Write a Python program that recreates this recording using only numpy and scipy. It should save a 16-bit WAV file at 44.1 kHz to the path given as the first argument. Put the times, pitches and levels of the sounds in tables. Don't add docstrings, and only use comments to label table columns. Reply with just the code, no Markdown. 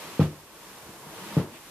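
import sys
import numpy as np
from scipy import signal
from scipy.fft import rfft, irfft
from scipy.io import wavfile
from scipy.ndimage import uniform_filter1d

SR = 44100
rng = np.random.default_rng(int(sys.argv[2]) if len(sys.argv) > 2 else 0)


def wrap_up_sound(samples):
    columns = np.atleast_2d(samples).T
    tamed = np.clip(columns, -1, 1)
    steps = np.round(tamed * 32767).astype(np.int16)
    wavfile.write(sys.argv[1], SR, steps)


N = 74970
TIME = np.arange(N) / SR


def amp(db):
    return 10 ** (np.asarray(db) / 20)


def look_up(table, hz):
    row_hz, values = np.transpose(table)
    return np.interp(np.log(hz + 1), np.log(row_hz + 1), values)


def loudness(table):
    return amp(np.interp(TIME, *np.transpose(table)))


def pan(db):
    return amp([[db / 2], [-db / 2]])


def add(mix, start_s, sound):
    part = mix[..., round(start_s * SR):][..., :sound.shape[-1]]
    part += sound[..., :part.shape[-1]]


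def fade_in(sound, rise_s):
    return sound * np.minimum(TIME[:sound.shape[-1]] / rise_s, 1)


def ringing(tones):
    t = TIME[:SR]
    return -sum(amp(db - 60 * t / ring_s) * np.cos(2 * np.pi * hz * t) for hz, db, ring_s in tones)


def wobble(samples):
    smooth = uniform_filter1d(rng.standard_normal(N), size=samples)
    return smooth / smooth.std()


# (frequency [Hz], likeness [1 = same, 0 = unrelated])
STEREO_LIKENESS = [(30, 0.82), (120, 0.87), (300, 0.94), (550, 0.87), (1000, 0.9), (2000, 0.39),
                   (3500, 0.005), (6000, -0.11), (14000, 0.058)]
def noise(tone_colour):
    hz = np.fft.rfftfreq(N, 1 / SR)
    shared, opposite = rfft(rng.standard_normal((2, N))) * amp(look_up(tone_colour, hz))
    likeness = look_up(STEREO_LIKENESS, hz)
    shared *= np.sqrt(1 + likeness)
    opposite *= np.sqrt(1 - likeness)
    sound = irfft(np.array([shared + opposite, shared - opposite]), N)
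    return sound / sound.std()


# (frequency [Hz], relative level [dB])
TRAFFIC_COLOUR = [(25, 8), (60, -10.5), (110, -3.5), (170, 1), (280, -7), (430, -1.5), (620, -4),
                  (1000, -4), (1500, -10), (2500, -20.5), (5000, -27), (15000, -60)]
# (frequency [Hz], width [Hz], boost [dB])
TRAFFIC_PEAKS = [(324.6, 38, 9), (466, 36, 2.5), (944, 93, 4.5), (1106, 98, 5)]
# (time [s], level [dB])
TRAFFIC_LOUDNESS = [(0, -43.5), (.15, -45.5), (.45, -54.5), (.7, -50.5), (.95, -49), (1.2, -44),
                    (1.36, -42), (1.6, -53.5), (1.7, -53)]
def traffic():
    hz = np.fft.rfftfreq(N, 1 / SR)
    boost_db = sum(db / (1 + (2 * (hz - peak) / width) ** 2) for peak, width, db in TRAFFIC_PEAKS)
    murmur = irfft(rfft(noise(TRAFFIC_COLOUR)) * amp(boost_db), N)
    return murmur / murmur.std() * loudness(TRAFFIC_LOUDNESS)


# (frequency [Hz], relative level [dB])
HISS_COLOUR = [(30, -12), (1000, 5.5), (3000, -2), (6000, 1.5), (10000, 1), (14000, 0.5)]
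# (time [s], level [dB])
HISS_LOUDNESS = [(0, -49.5), (.2, -52), (.33, -52.5), (.5, -53), (.65, -49.5), (.95, -49), (1.33, -49),
                 (1.47, -52), (1.7, -50)]
def hiss():
    return noise(HISS_COLOUR) * loudness(HISS_LOUDNESS) * pan(db=-0.5)


def whine(pitch_hz=11809, waver_hz=3, db=-70):
    cycles = np.cumsum(pitch_hz + waver_hz * wobble(samples=3000)) / SR
    return np.sqrt(2) * amp(db) * np.sin(2 * np.pi * cycles)


# (frequency [Hz], relative level [dB])
CLOTH_COLOUR = [(30, -18), (100, -24), (200, 2.5), (480, 1.5), (700, -3.5), (1000, -0.5), (1600, 1),
                (3000, 0), (5000, -5), (8000, -9), (14000, -9.5)]
# (time [s], level [dB])
CLOTH_LOUDNESS = [(0, -41.5), (.1, -43), (.17, -43.5), (.23, -41), (.3, -52.5), (.48, -54.5), (.66, -49.5),
                  (.85, -51), (1.03, -52), (1.2, -44), (1.31, -42), (1.39, -41.5), (1.47, -54), (1.6, -53),
                  (1.66, -49.5), (1.7, -49.5)]
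def cloth(grain_db=0.5):
    grain = amp(grain_db * wobble(samples=200))
    return noise(CLOTH_COLOUR) * loudness(CLOTH_LOUDNESS) * grain


# (time [s], level [dB], pitch [Hz])
WOOD_CLACKS = [(0.1935, -22, 508), (1.3745, -31, 698)]
def clacks(ring_s=0.065):
    out = np.zeros(N)
    for start_s, db, hz in WOOD_CLACKS:
        add(out, start_s, fade_in(ringing([(hz, db, ring_s)]), rise_s=0.0036))
    return out


# (time [s], strength [dB], softness [s])
BOARD_CONTACTS = [(0.1943, -13.5, 0.00056), (0.213, -9.5, 0.001), (0.2405, -29.5, 0.00058),
                  (1.3679, -15.5, 0.00059), (1.3746, -18.5, 0.00084), (1.3977, -25, 0.00046)]
# (pitch [Hz], relative level [dB], ring time [s])
BOARD_TONES = [(86, -21, 0.34), (103.4, -17, 0.25), (152.9, -7, 0.26), (175.6, 7, 0.066), (238, -4, 0.16),
               (284, 1.5, 0.063), (370, -11.5, 0.3), (408.4, -15.5, 0.39), (449, -0.2, 0.15),
               (490, -7, 0.064), (518, -16, 0.5), (658.4, -20.5, 0.67), (677, -22.5, 0.25)]
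def thumps():
    t, boards = TIME[:SR], ringing(BOARD_TONES)
    out = np.zeros(N)
    for start_s, db, softness_s in BOARD_CONTACTS:
        push = t * np.exp(-t / softness_s)
        thump = signal.fftconvolve(boards, push / push.sum())[:SR]
        add(out, start_s, amp(db) * thump)
    return out


# (time [s], boom level [dB], rattle level [dB])
ROOM_ANSWERS = [(0.197, -25.5, -37), (1.372, -28, -43)]
# (frequency [Hz], relative level [dB])
BOOM_COLOUR = [(30, -28), (60, -38), (90, 3.5), (170, -1.5), (300, 2), (500, -5.5), (700, -9.5),
               (1200, -21.5), (2500, -46), (15000, -72)]
RATTLE_COLOUR = [(30, -30), (500, -49), (1100, -0.5), (1700, 1.5), (3000, -4.5), (5000, -10), (8000, -23),
                 (15000, -30)]
# (frequency [Hz], ring time [s])
ROOM_RING_TIMES = [(60, 0.28), (150, 0.28), (350, 0.37), (700, 0.29), (2000, 0.31), (12000, 0.37)]
def room():
    def echoes(tone_colour, rise_s):
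        hz, t, bands = signal.stft(noise(tone_colour), SR, nperseg=512)
        fade = amp(-60 * t / look_up(ROOM_RING_TIMES, hz)[:, None])
        _, sound = signal.istft(bands * fade, SR)
        return fade_in(sound[:, :N], rise_s)

    out = np.zeros((2, N))
    for start_s, boom_db, rattle_db in ROOM_ANSWERS:
        add(out, start_s, amp(boom_db) * echoes(BOOM_COLOUR, rise_s=0.0045))
        add(out, start_s, amp(rattle_db) * echoes(RATTLE_COLOUR, rise_s=0.0053))
    return out


# (time [s], strength [dB])
PART_JOLTS = [(0.2005, -36.5), (0.2193, -41), (1.376, -43)]
# (pitch [Hz], relative level [dB], ring time [s])
PART_TONES = [(631, -4.5, 0.23), (702, -15, 0.32), (820, 4.5, 0.16), (900, -7, 0.2), (1045, -1.5, 0.24),
              (1156, -9, 0.25), (1203, 2, 0.21), (1311, -0.5, 0.22), (1584, -11, 0.16), (1665, -17, 0.22)]
def loose_part():
    ring = fade_in(ringing(PART_TONES), rise_s=0.0027)
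    out = np.zeros(N)
    for start_s, db in PART_JOLTS:
        add(out, start_s, amp(db) * ring)
    return out


# (time [s], level [dB], pitch [Hz])
WEIGHT_BUMPS = [(0.837, -44, 72), (0.883, -44.5, 120), (0.886, -44, 202), (1.063, -41, 157.7),
                (1.482, -40.5, 307.5), (1.519, -45, 245), (1.542, -42, 335)]
def bumps(ring_s=0.13, overtone_ratio=1.9, overtone_db=-6):
    out = np.zeros(N)
    for start_s, db, hz in WEIGHT_BUMPS:
        tones = [(hz, db, ring_s), (hz * overtone_ratio, db + overtone_db, ring_s)]
        add(out, start_s, fade_in(ringing(tones), rise_s=0.0044))
    return out


# (time [s], pitch [Hz], level [dB])
BOARD_GROAN = [(1.19, 165, -62), (1.215, 177, -44.5), (1.259, 202.5, -56), (1.29, 214, -48),
               (1.32, 213, -55), (1.35, 190, -40), (1.365, 195, -50)]
def groan():
    times, hz, db = np.transpose(BOARD_GROAN)
    cycles = np.cumsum(np.interp(TIME, times, hz)) / SR
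    volume = amp(np.interp(TIME, times, db, left=-np.inf, right=-np.inf))
    return np.sqrt(2) * volume * np.sin(2 * np.pi * cycles)


# (frequency [Hz], relative level [dB])
SCUFF_COLOUR = [(30, -30), (250, -5), (480, 0), (800, -14), (1700, -3), (2700, 0), (3600, -3.5),
                (5000, -14), (14000, -18)]
def scuff(peak_s=1.556, width_s=0.021, db=-48):
    swell = np.exp(-0.5 * ((TIME - peak_s) / width_s) ** 2)
    return amp(db) * noise(SCUFF_COLOUR) * swell


def scene(left_delay_s=0.00003):
    steps = clacks() + (thumps() + room() + loose_part()) * pan(db=1)
    left, right = traffic() + hiss() + whine() + cloth() + steps + bumps() + groan() + scuff()
    late_left = np.pad(left, (round(left_delay_s * SR), 0))[:N]
    return np.array([late_left, right])


def record(dry, low_cut_hz=72, high_cut_hz=14230, rumble_hz=(35, 70), rumble_db=-70):
    bass_cut = signal.butter(8, low_cut_hz, "high", fs=SR, output="sos")
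    rumble_band = signal.butter(2, rumble_hz, "band", fs=SR, output="sos")
    treble_cut = signal.firwin(1023, high_cut_hz, window=("kaiser", 9), fs=SR)
    rumble = signal.sosfilt(rumble_band, rng.standard_normal(N))
    sound = signal.sosfilt(bass_cut, dry) + amp(rumble_db) * rumble / rumble.std()
    return signal.oaconvolve(sound, treble_cut[None], "same")


dry = scene()
out = record(dry)
wrap_up_sound(out)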